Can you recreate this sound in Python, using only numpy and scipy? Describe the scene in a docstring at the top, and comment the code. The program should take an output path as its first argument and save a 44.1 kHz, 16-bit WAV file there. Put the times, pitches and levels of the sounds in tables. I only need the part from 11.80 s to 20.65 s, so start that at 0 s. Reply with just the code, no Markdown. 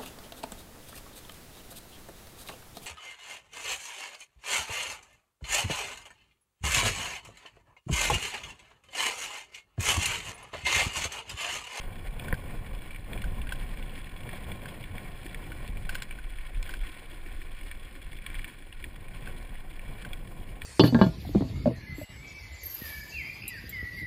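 """Tyres rumble and crunch over gravel, stones snap, loose parts clack, wind buffets and a jolt knocks.
A mountain bike rolls down a gravel track, heard from a cased camera on the rider's chest.
Rumble, hiss and wind are shaped noise; grains, stones and chips are short noise bursts or fading tones.
The frame, case, loose part and camera mount ring as sets of fading tones. The case colours everything."""
import sys
import numpy as np
from scipy import signal
from scipy.fft import rfft, irfft, next_fast_len
from scipy.io import wavfile
from scipy.ndimage import uniform_filter1d, map_coordinates

SR = 44100
rng = np.random.default_rng(int(sys.argv[2]) if len(sys.argv) > 2 else 0)


def transcribe(u):
    """Save the signal u as a 16-bit wav file named by the first command-line argument.

    u: samples, shape (n,) or (channels, n), limited to [-1, 1]; the rate is SR.
    q: integer samples, one column per channel.
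    """
    v = np.clip(np.atleast_2d(u).T, -1, 1)
    q = np.round(v * 32767).astype(np.int16)
    wavfile.write(sys.argv[1], SR, q)


N = 390285  # length in samples

# Levels in the tables are starting points: the functions may shift or vary them.
# "Fade time" means the time to fall by 60 dB.

# How hard the wind buffets. Each row: time in seconds, level in dB.
WIND_LEVEL = [(0.0, -32.5), (0.17, -41.5), (0.98, -38), (1.06, -43.5), (1.5, -35.5), (2.86, -43.5),
              (3.89, -41.5), (3.97, -31.5), (4.26, -40.5), (4.41, -36.5), (5.02, -36), (5.16, -47.5),
              (5.56, -36), (6.16, -43.5), (6.63, -40.5), (6.68, -48), (7.4, -39), (8.85, -42)]
# Single strong gusts. Each row: middle in seconds, level in dB, rate of the pressure swing in Hz.
GUSTS = [(.28, -26, 32.3), (0.528, -28, 30.2), (.78, -32, 32), (.955, -27, 33), (1.461, -24.5, 41.5),
         (1.608, -30, 48.3), (1.679, -32, 45), (1.82, -26, 28), (2.05, -27, 27.5), (3.914, -31, 34.2),
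         (3.99, -30, 27.6), (4.491, -33, 30.2), (4.779, -20.5, 31), (5.02, -25.5, 30.8), (5.51, -35, 42),
         (5.72, -44, 48), (6.579, -27, 27)]
# Tone of the wind. Each row: frequency in Hz, relative level in dB per Hz.
BUFFET_TONE = [(8, -38), (18, 1.5), (28, -4.5), (45, -13.5), (70, -21.5), (120, -33), (300, -75),
               (1000, -100)]

# Jolts on the camera mount. Each row: start in seconds, level in dB.
JOLTS = [(.5266, -19.5)]
# Ringing tones of the mount. Each row: frequency in Hz, level in dB, fade time in seconds.
MOUNT_MODES = [(498, -8, 0.03), (770, -18, 0.025), (1020, -5.5, 0.016), (1630, -2.5, 0.017),
               (1780, -6.5, 0.018), (10200, -14, 0.011), (12650, -8.5, 0.013), (13900, -20, 0.016)]
# Thump of the chest harness. Each row: frequency in Hz, level in dB, fade time in seconds.
HARNESS_MODES = [(88, 2.5, 0.055), (137, -2, 0.052), (261, -17, 0.018)]

# Loose parts clacking on bumps. 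Each row: start in seconds, level in dB, pitch of the lowest tone in Hz.
CLACKS = [(0.483, -38.5, 1560), (0.541, -37.5, 1590), (1.44, -38.5, 1570), (1.6702, -43.5, 1580),
          (1.722, -32, 1555), (2.8567, -40, 1580), (3.7184, -44, 1520), (4.0923, -31.5, 1575),
          (4.152, -32, 1564), (4.22, -36, 1590), (4.387, -43.5, 1560), (4.892, -38, 1570),
          (4.938, -36.5, 1565), (7.473, -40, 1560), (8.2485, -38.5, 1560)]
# Ringing tones of the loose part, moved to each clack's pitch.
# Each row: frequency in Hz, level in dB, fade time in seconds.
PART_MODES = [(1582, -0.5, 0.032), (1960, 1.5, 0.0062), (2340, -17, 0.0056), (2710, -5.5, 0.015),
              (3130, -9, 0.015), (4450, -17, 0.016), (10510, -16.5, 0.032)]
# Tone of the click in a clack. Each row: frequency in Hz, relative level in dB per Hz.
CLICK_TONE = [(300, -6), (1000, 12), (1500, -15), (2000, 10), (3000, 7), (4500, 1.5), (7500, 2),
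              (10000, -2), (15000, 2.5)]

# Flung chips of stone ticking on the frame. Each row: start in seconds, level in dB.
CHIPS = [(0.438, -43), (.444, -42), (1.416, -42), (1.723, -44), (3.546, -46), (3.877, -44), (4.147, -35),
         (4.153, -32), (4.222, -29), (4.231, -38), (4.8272, -34.5), (4.907, -41), (7.627, -46),
         (8.3327, -41), (8.818, -43)]
# Tone of a chip's tick. Each row: frequency in Hz, relative level in dB per Hz.
CHIP_TONE = [(800, -11), (2500, 6.5), (4200, 1.5), (5500, -0.5), (8000, -1), (10000, -16), (15000, -9)]

# Rocks that thud through the frame. Each row: start in seconds, level in dB.
THUDS = [(0.348, -40), (0.741, -32), (.81, -27), (1.187, -28.5), (1.32, -25.5), (1.463, -24.5),
         (1.597, -26), (1.745, -32), (2.484, -32), (2.89, -31), (3.106, -27), (3.793, -34), (3.889, -25.5),
         (3.967, -29), (4.769, -29), (4.985, -36), (6.576, -35), (7.212, -32), (8.093, -30.5), (8.61, -31)]
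# Ringing tones of the frame on its tyres. Each row: frequency in Hz, level in dB, fade time in seconds.
FRAME_MODES = [(90.6, -1, 0.082), (151, -13, 0.08), (220, -8.5, 0.033)]
# Dull tone of a tyre on rock. Each row: frequency in Hz, relative level in dB per Hz.
IMPACT_TONE = [(60, 5), (200, 4), (400, -15), (900, -7), (2000, -10.5), (3200, -31), (8000, -39)]

# The track is rocky, then smoother from about 4.3 to 7 s.
# Each row: time in seconds, frame shudder in dB, tyre roar in dB.
GROUND_LEVELS = [(0.0, -50, -54), (0.76, -47, -51.5), (1.21, -52, -57.5), (1.55, -44.5, -52),
                 (1.9, -48.5, -53.5), (2.24, -50, -57), (2.59, -48, -52.5), (3.82, -50, -55),
                 (3.97, -48, -56), (4.51, -59.5, -61), (4.95, -58, -58.5), (6.01, -59, -61.5),
                 (6.36, -54, -60.5), (6.92, -60, -65.5), (7.32, -50, -56.5), (7.96, -56, -60),
                 (8.28, -49.5, -55.5), (8.85, -52.5, -58)]
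# Rocky patches that the tyres drum over. Each row: middle in seconds, length in seconds, added dB.
PATCHES = [(0.475, 0.12, 6), (0.735, 0.11, 3.5), (1.346, 0.11, 7.5), (2.464, 0.054, 5.5), (2.536, 0.048, 6),
           (2.703, 0.057, 5), (2.833, 0.048, 2), (4.126, 0.17, 3), (4.907, 0.091, 3.5), (5.247, 0.055, 2),
           (6.583, 0.13, 2.5), (7.07, 0.12, 2.5), (7.493, .05, 4.5), (7.61, 0.058, 3.5), (8.096, 0.19, 3.5)]
# Ridges that press the tread into a brief louder hum. Each row: middle in seconds, level in dB.
RIDGES = [(2.18, -52), (2.45, -64), (3.461, -45), (4.92, -51), (4.97, -52), (5.47, -58), (5.84, -63)]
# Tone of the frame shudder. Each row: frequency in Hz, relative level in dB per Hz.
SHUDDER_TONE = [(35, -16.5), (80, 3.5), (150, -0.5), (210, -3.5), (300, -13), (480, -19.5), (1500, -58)]
# Tone of the tyre roar. Each row: frequency in Hz, relative level in dB per Hz.
ROAR_TONE = [(150, -10.5), (350, -1.5), (550, -2.5), (900, -4), (1300, -11), (2200, -9), (5000, -31),
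             (15000, -20.5)]
# Tone of the tread hum. Each row: frequency in Hz, relative level in dB per Hz.
HUM_TONE = [(170, -33), (240, -7), (270, -1), (330, 0), (365, -2), (410, -14), (560, -29.5)]

# How loudly the gravel crunches. Each row: time in seconds, level in dB.
GRAVEL_LEVEL = [(0.0, -56), (0.57, -57.5), (1.08, -55.5), (1.9, -53), (2.17, -53), (4.63, -54), (5.03, -50),
                (5.44, -54), (6.41, -54), (6.56, -51), (7.02, -61), (7.49, -51.5), (7.81, -57.5),
                (8.23, -53), (8.35, -58), (8.85, -58.5)]
# Tone of the gravel crunch. Each row: frequency in Hz, relative level in dB per Hz.
CRUNCH_TONE = [(200, -27), (700, -11.5), (1400, 0), (2200, 3.5), (3000, -4.5), (4000, -9), (5000, -15.5),
               (7000, -18), (9000, -12.5), (11000, -20), (15000, -17.5), (16000, -40)]
# Pebbles knocking together. Each row: ratio to the main pitch (no unit), level in dB.
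PEBBLE_MODES = [(1, -2), (1.47, -7.5), (4, -12)]
# Bright crack of a pebble. Each row: frequency in Hz, relative level in dB per Hz.
CRACK_TONE = [(1500, -17), (2400, 8), (3400, 9.5), (4500, -4.5), (7000, -8), (9000, 0), (11500, -7.5),
              (14500, 0), (16000, -24)]
# Pockets of loose gravel under the tread. Each row: middle in seconds, length in seconds, level in dB.
POCKETS = [(0.016, 0.011, -40), (0.162, 0.012, -42.5), (.27, 0.034, -46), (0.703, 0.044, -49),
           (0.867, 0.011, -47.5), (1.817, 0.048, -44), (1.923, 0.035, -46), (2.19, 0.054, -49),
           (2.566, 0.016, -44), (2.89, 0.015, -42), (2.947, 0.0097, -44), (3.722, 0.011, -52),
           (4.127, .04, -42), (4.184, .025, -46), (4.237, 0.072, -49), (4.659, 0.019, -50),
           (4.736, 0.025, -48.5), (4.912, 0.055, -48), (5.044, 0.026, -47), (5.464, 0.0092, -48),
           (5.87, 0.035, -47.5), (6.553, 0.022, -49), (7, 0.061, -50.5), (7.162, 0.013, -49),
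           (7.209, .014, -51), (7.363, 0.056, -52.5), (8.104, 0.027, -56), (8.222, 0.042, -46)]

# Large stones snapping under the tyres. Each row: start in seconds, level in dB,
# pitch of the brief ring in Hz, brightness of the case's ring in dB per octave.
STONES = [(0.396, -29.5, 2480, 6), (0.4464, -37, 2100, 0), (0.4817, -34, 1850, -10), (0.8607, -46, 2330, 4),
          (1.0191, -39, 2380, 4), (1.1069, -38.5, 2350, 2), (1.146, -39, 2320, 0), (1.1603, -34, 2170, -5),
          (1.3318, -31, 2410, 10), (1.376, -35.5, 2350, -6), (1.4186, -30.5, 2300, 9),
          (1.6162, -34, 2660, 10), (1.6911, -31.5, 2400, 5), (1.8282, -38, 2250, -6),
          (1.9723, -37.5, 2300, 0), (2.026, -39, 2750, 15), (2.0612, -42, 2300, 5),
          (2.2438, -41.5, 2430, 18), (2.4678, -39, 2200, 0), (2.4905, -31.5, 2300, 1),
          (2.5305, -34.5, 2260, 8), (2.717, -33, 2270, 13), (2.818, -41, 2300, -2),
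          (2.8558, -37, 1930, -12), (3.039, -36.5, 2250, 14), (3.1804, -34, 2300, 8),
          (3.463, -34.5, 2370, -1), (3.5451, -29.5, 2250, -9), (3.7184, -36, 2180, -10),
          (3.8766, -38, 2420, 2), (3.9707, -36.5, 2300, -1), (4.201, -37, 2270, 3),
          (4.3093, -31.5, 2330, -3), (4.585, -37, 2310, -13), (4.6645, -40, 2220, -6),
          (4.829, -43, 2300, 0), (4.8628, -37, 2280, 0), (5.034, -44, 2330, 2), (5.1662, -45, 2260, -2),
          (5.467, -43, 2300, -3), (5.6161, -40, 2380, 0), (5.8115, -37.5, 2180, 1),
          (5.913, -29.3, 2280, 3.5), (6.33, -37.5, 2220, -3), (6.3869, -40, 2400, 5),
          (6.4635, -26, 2280, 7), (6.501, -36, 2230, -2), (6.5432, -34, 2360, -5), (6.5517, -32.5, 2350, 0),
          (6.592, -34, 2290, -3), (6.628, -42, 2300, 0), (6.6436, -28, 2230, 0), (6.6777, -35.5, 2290, -3),
          (6.8229, -41.5, 2230, -2), (6.926, -37, 2830, 4), (7.0255, -41, 2260, 2), (7.041, -30, 2480, 7),
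          (7.283, -39, 2330, -4), (7.754, -41.5, 1900, -4), (7.9932, -37.5, 2300, 0),
          (8.332, -30, 2440, 12), (8.818, -28.5, 2500, 3)]
# Short ring of the camera case at each snap.
# Each row: frequency in Hz, level in dB, fade time in seconds.
CASE_RING_MODES = [(1797, -5.5, .012), (2820, -8, 0.012), (3372, -7, 0.0092), (4150, -22.5, 0.01)]
# Body of a snap. Each row: frequency in Hz, relative level in dB per Hz.
SNAP_TONE = [(200, -37), (1000, -3.5), (1500, 0), (1900, 12.5), (2800, 6.5), (3600, -1.5), (4800, -22),
             (7000, -54), (12000, -27)]
# Bright edge of a snap. Each row: frequency in Hz, relative level in dB per Hz.
SPARK_TONE = [(3000, -38), (6500, -30), (8500, 1), (11000, -7), (15000, -2.5), (16500, -32)]

# Resonances and hollows of the camera case. Each row: centre in Hz, width in Hz, boost or cut in dB.
CASE_BANDS = [(537, 153, 4.5), (739, 83, 5.5), (1062, 130, 7.5), (1264, 133, -3.5), (1473, 98, 4.5),
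              (1890, 470, 3), (2013, 59, -14), (2330, 190, 6.5), (2660, 83, 3), (2930, 76, 4.5),
              (3343, 240, 6.5), (3740, 92, -8), (4150, 120, 4), (5130, 76, 6.5), (6060, 940, -15.5),
              (6830, 120, 6), (7250, 720, -2), (7940, 170, 2.5), (8200, 160, -10), (8640, 210, 6.5),
              (9070, 290, 3.5), (9680, 280, 11), (10090, 160, 7), (10420, 220, 4), (10930, 110, 3),
              (12290, 2250, -8.5), (13570, 150, 9), (13880, 250, 4), (13930, 180, 6), (14850, 300, 0)]

GUST_S, RIDGE_S = 0.028, 0.014  # half lengths of a gust and of a ridge's hum, in seconds
HUM_DB = -60  # steady hum of the tread
# A hard clack's table level, the level of its click and of the second click, all in dB.
HARD_DB, CLICK_DB, SECOND_CLICK_DB = -26.5, -26.5, -35
CLICK_GROWS = 1.44  # dB of click for each dB of clack: the click grows faster than the ring
REBOUND_S, REBOUND_DB = 0.008, -12  # the part touches once more: delay, level against the table
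STONE_HZ, STONE_OCTAVES = 2240, 0.205  # the brief ring of a small stone, its spread
SMALL_PER_S, SMALL_DB, SMALL_SPREAD_DB = 8, 9, 1  # small stones: rate, level over the crunch, spread
TOP_HZ = 15450  # upper band limit of the camera


def amp(db):
    """Turn decibels into a gain."""
    return 10 ** (np.asarray(db) / 20)


def unit(x):
    """Scale a sound to an rms (average strength) of 1."""
    return x / np.sqrt(np.mean(x ** 2) + 1e-20)


def along(points, hz):
    """Read a table of (Hz, value) points, evenly spaced in pitch between them."""
    f, v = np.transpose(points)
    return np.interp(np.log(hz + 1), np.log(f), v)


def curves(rows):
    """Give one value per sample for each column after the time."""
    s, *columns = np.transpose(rows)
    return [np.interp(np.arange(N) / SR, s, column) for column in columns]


def wobble(rate):
    """Draw a smooth random curve with the given number of random points a second."""
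    points = rng.standard_normal(int(N * rate / SR) + 4)
    return map_coordinates(points, [np.arange(N) * rate / SR])


def swell(s, half_s):
    """Make a smooth bump of height 1 around time s."""
    return np.exp(-((np.arange(N) / SR - s) / half_s) ** 2)


def noise(tone):
    """Make steady coloured noise of rms 1."""
    m = next_fast_len(N + 8192)
    white = rfft(rng.standard_normal(m))
    gain = amp(along(tone, np.fft.rfftfreq(m, 1 / SR)))
    return unit(irfft(white * gain, m)[:N])


def response(gain_db, size=4096):
    """Make a filter with the given dB gain over frequency that never sounds ahead of its input."""
    cepstrum = irfft(np.log(amp(gain_db(np.fft.rfftfreq(size, 1 / SR)))))
    # Folding the second half onto the first gives the filter its earliest possible response.
    cepstrum[1:size // 2] *= 2
    cepstrum[size // 2 + 1:] = 0
    return irfft(np.exp(rfft(cepstrum)))


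def coloured(x, tone):
    """Filter a sound to the given tone, keeping the power that white noise would have."""
    h = response(lambda hz: along(tone, hz))
    return signal.oaconvolve(x, h / np.linalg.norm(h))[:N]


def add(track, s, sound):
    """Mix a sound into the track at time s."""
    part = track[max(round(s * SR), 0):][:len(sound)]
    part += sound[:len(part)]


def burst(t60, attack, size=2048):
    """Make a brittle contact: a spray of tiny fractures, as noise that dies away."""
    t = np.arange(size) / SR
    return rng.standard_normal(size) * amp(-60 * t / t60) * (1 - np.exp(-t / attack))


def ring(modes, attack, scatter_db, detune, size=4096):
    """Sum fading tones, with random shifts of level and pitch at each blow."""
    t = np.arange(size) / SR
    tones = np.zeros(size)
    for hz, db, t60 in modes:
        fade = amp(db + scatter_db * rng.normal() - 60 * t / t60)
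        pitch = hz * (1 + detune * rng.normal())
        tones += fade * np.sin(2 * np.pi * pitch * t)
    return tones * (1 - np.exp(-t / attack))


def random_grains(grains_per_s, spread_db, top):
    """Scatter single-sample clicks of random sign and level; top caps the random level draw."""
    hits = rng.random(N) < grains_per_s / SR
    signs = rng.choice([-1, 1], N)
    return hits * signs * amp(spread_db * np.minimum(rng.standard_normal(N), top))


def wind(level_db=1.6, flutter_db=2.0, gust_db=-1.5):
    """Eddies push on the case in slow lumps; now and then a gust swings the pressure harder."""
    buffet_db, = curves(WIND_LEVEL)
    eddies = noise(BUFFET_TONE)
    # Even out the noise's own slow swells, so that the level curve leads.
    strength = np.sqrt(np.abs(uniform_filter1d(eddies ** 2, size=6000)) + 0.017)
    buffets = amp(buffet_db + level_db + flutter_db * wobble(12)) * eddies / strength
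    t = np.arange(N) / SR
    gusts = np.zeros(N)
    for s, db, hz in GUSTS:
        swing = np.sin(2 * np.pi * (hz * (t - s) + rng.random()))
        gusts += amp(db + gust_db) * swell(s, GUST_S) * swing
    return buffets + gusts


def jolt(crunch_db=-32):
    """A hard bump knocks the camera against its mount and shoves it into the harness."""
    knock, crunch = np.zeros((2, N))
    for s, db in JOLTS:
        add(knock, s, amp(db) * ring(MOUNT_MODES, attack=0.0002, scatter_db=0, detune=0))
        # The harness thumps just after the blow.
        add(knock, s + 0.005, amp(db) * ring(HARNESS_MODES, attack=0.001, scatter_db=0, detune=0))
        add(crunch, s, amp(crunch_db) * burst(t60=0.027, attack=0.00043))
    return knock + coloured(crunch, IMPACT_TONE)


def clacks():
    """A loose part strikes the frame with a click and a short hollow ring, then softly touches again."""
    rings, clicks = np.zeros((2, N))
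    for s, db, pitch_hz in CLACKS:
        modes = [(hz * pitch_hz / PART_MODES[0][0], level, t60) for hz, level, t60 in PART_MODES]
        growth_db = CLICK_GROWS * (db - HARD_DB)
        rebound = ring(modes, attack=0.00093, scatter_db=7, detune=0.023)
        add(rings, s, amp(db + 7) * ring(modes, attack=0.0008, scatter_db=1, detune=0.008))
        add(rings, s + REBOUND_S, amp(db + REBOUND_DB) * rebound)
        add(clicks, s, amp(CLICK_DB + growth_db) * burst(t60=0.033, attack=0.00054))
        add(clicks, s + 0.004, amp(SECOND_CLICK_DB + growth_db) * burst(t60=0.078, attack=0.0012))
    return rings + coloured(clicks, CLICK_TONE)


def chips():
    """A flung chip hits metal with one dry, bright tick."""
    ticks = np.zeros(N)
    for s, db in CHIPS:
        add(ticks, s, amp(db) * burst(t60=0.016, attack=0.00037))
    return coloured(ticks, CHIP_TONE)


def thuds():
    """A wheel meets a rock and the frame answers with a soft low thud."""
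    out = np.zeros(N)
    for s, db in THUDS:
        add(out, s, amp(db) * ring(FRAME_MODES, attack=0.004, scatter_db=0.5, detune=0.11))
    return out


def tyres(shudder_over_db=2.25, roar_over_db=0.0, uneven_db=0.75):
    """Rough ground shakes the frame, the casings roar and the tread knobs hum unevenly."""
    shudder_db, roar_db = curves(GROUND_LEVELS)
    patches_db = sum(db * swell(s, length / 2) for s, length, db in PATCHES)
    rocks_db = uneven_db * wobble(14) + patches_db
    bumps = wobble(45)  # shared by shudder and roar
    shaking = unit(noise(SHUDDER_TONE) * amp(1.1 * bumps))
    shudder = amp(shudder_db + shudder_over_db + rocks_db) * shaking
    roaring = unit(noise(ROAR_TONE) * amp(1.4 * bumps + 2.15 * wobble(130)))
    roar = amp(roar_db + roar_over_db + rocks_db) * roaring
    steady_press = amp(HUM_DB) * unit(amp(3.4 * wobble(20)))
    ridge_press = sum(amp(db) * swell(s, RIDGE_S) for s, db in RIDGES)
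    hum = (steady_press + ridge_press) * noise(HUM_TONE)
    return shudder + roar + hum


def cobbles(per_s=30, level_db=3, spread_db=3):
    """Embedded stones bump the casings with short, dull pats."""
    _, roar_db = curves(GROUND_LEVELS)
    pats = np.zeros(N)
    for at in np.flatnonzero(rng.random(N) < per_s / SR):
        db = roar_db[at] + level_db + spread_db * rng.uniform(-0.73, 2.1)
        add(pats, at / SR, amp(db) * burst(t60=0.035, attack=0.00095))
    return coloured(pats, IMPACT_TONE)


def gravel(grains_per_s=1000, spread_db=0.5, clump_db=1.5, dust=0.44):
    """Grit cracks in clumps as the tread blocks press on it, over a hiss of dust."""
    crunch_db, = curves(GRAVEL_LEVEL)
    grains = unit(random_grains(grains_per_s, spread_db, top=2.5))
    hiss = dust * noise([(100, 0), (15000, 0)])
    clumps = amp(clump_db * wobble(110) + 2.0 * wobble(25))
    return amp(crunch_db - 4.5) * unit(coloured((grains + hiss) * clumps, CRUNCH_TONE))


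def crackle(per_s=150, centre_hz=2350, octaves=0.363, cycles=22, level_db=-1.5, spread_db=4):
    """Single grains knock together, each with its own pitch and level; a tone fades over 22 cycles."""
    crunch_db, = curves(GRAVEL_LEVEL)
    out, t = np.zeros(N), np.arange(1024) / SR
    chance, pitch, size = rng.random(N), rng.standard_normal(N), rng.standard_normal(N)
    for at in np.flatnonzero(chance < per_s / SR):
        hz = centre_hz * 2 ** (octaves * pitch[at])
        db = crunch_db[at] + level_db + spread_db * min(size[at], 2)
        add(out, at / SR, amp(db - 60 * t * hz / cycles) * np.sin(2 * np.pi * hz * t))
    return out


def pebbles(per_s=46, spacing_s=0.003, spread_db=3, level_db=4.0, centre_hz=2300, octaves=0.335,
            grit_db=-4, edge_db=-1, count=2):
    """Small pebbles give way under the tread: each cracks, knocks at its own pitch and scrapes on grit."""
    crunch_db, = curves(GRAVEL_LEVEL)
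    knocks, grit, edge = np.zeros((3, N))
    chance, pitch, size = rng.random(N), rng.standard_normal(N), rng.standard_normal(N)
    for at in np.flatnonzero(chance < per_s / SR):
        db = crunch_db[at] + level_db + spread_db * min(size[at], 1.3)
        hz = centre_hz * 2 ** (octaves * np.clip(pitch[at], -2, 1.5))
        modes = [(hz * ratio, level, 0.011) for ratio, level in PEBBLE_MODES]
        for k in range(count):
            s = at / SR + spacing_s * (k + rng.random())
            knock = ring(modes, attack=0.00064, scatter_db=0.5, detune=0.039, size=768)
            add(knocks, s, amp(db - 2 * k) * knock)
            add(edge, s, amp(db + edge_db - 2 * k) * burst(t60=0.02, attack=0.0013))
        add(grit, at / SR, amp(db + grit_db) * burst(t60=0.038, attack=0.0041))
    return knocks + coloured(grit, CRUNCH_TONE) + coloured(edge, CRACK_TONE)


def pockets(level_db=-5.0, grains_per_s=1300, spread_db=3, clump_db=3.5):
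    """The tyre ploughs through a pocket of loose stones and a whole group crunches together."""
    grains = random_grains(grains_per_s, spread_db, top=2)
    press = sum(amp(db + level_db) * swell(s, length / 2) for s, length, db in POCKETS)
    return press * unit(coloured(grains * amp(clump_db * wobble(110)), CRUNCH_TONE))


def small_stones():
    """Choose random times, levels, pitches and brightness for small stones, in rows like STONES."""
    crunch_db, = curves(GRAVEL_LEVEL)
    rows = []
    for at in np.flatnonzero(rng.random(N) < SMALL_PER_S / SR):
        db = crunch_db[at] + SMALL_DB + SMALL_SPREAD_DB * rng.uniform(-1.5, 1)
        hz = STONE_HZ * 2 ** (STONE_OCTAVES * rng.normal())
        rows.append((at / SR, db, hz, 7 * rng.normal()))
    return rows


def stones(body_db=-3.0, edge_db=-12, tone_db=-0.5, case_ring_db=0.5):
    """Stones snap away from the tread: a crack, a brief ring in stone and case, then a spray of grit."""
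    body, edge, tone, grit = np.zeros((4, N))
    for s, db, hz, bright_db in [*STONES, *small_stones()]:
        # A positive brightness lifts the case's tones above STONE_HZ and lowers those below.
        case_ring = [(f, level + case_ring_db + bright_db * np.log2(f / STONE_HZ), t60)
                     for f, level, t60 in CASE_RING_MODES]
        modes = [(hz, tone_db, 0.013)] + case_ring
        add(body, s, amp(db + body_db) * burst(t60=0.011, attack=0.00084))
        add(edge, s, amp(db + edge_db) * burst(t60=0.019, attack=0.00032))
        add(tone, s, amp(db) * ring(modes, attack=0.00056, scatter_db=1.5, detune=0.01, size=1024))
        add(grit, s + 0.003, amp(db - 15.0) * burst(t60=0.048, attack=0.0027))
    return coloured(body, SNAP_TONE) + coloured(edge, SPARK_TONE) + tone + coloured(grit, CRUNCH_TONE)


def scene():
    """Everything reaches the one microphone directly; the open hillside gives no echo."""
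    bike = jolt() + clacks() + chips() + thuds()
    ground = tyres() + cobbles() + gravel() + crackle() + pebbles() + pockets() + stones()
    return (wind() + bike + ground)[None]


def record(dry):
    """The case rings at its own frequencies; the camera keeps nothing above its band limit."""
    def case_db(hz):
        """Add up the boosts and cuts of the case."""
        return sum(db * np.exp2(-(2 * (hz - centre) / width) ** 2) for centre, width, db in CASE_BANDS)

    m = next_fast_len(N + 8192)
    in_band = np.fft.rfftfreq(m, 1 / SR) < TOP_HZ
    return irfft(rfft(dry, m) * rfft(response(case_db), m) * in_band, m)[:, :N]


dry = scene()
out = record(dry)
transcribe(out)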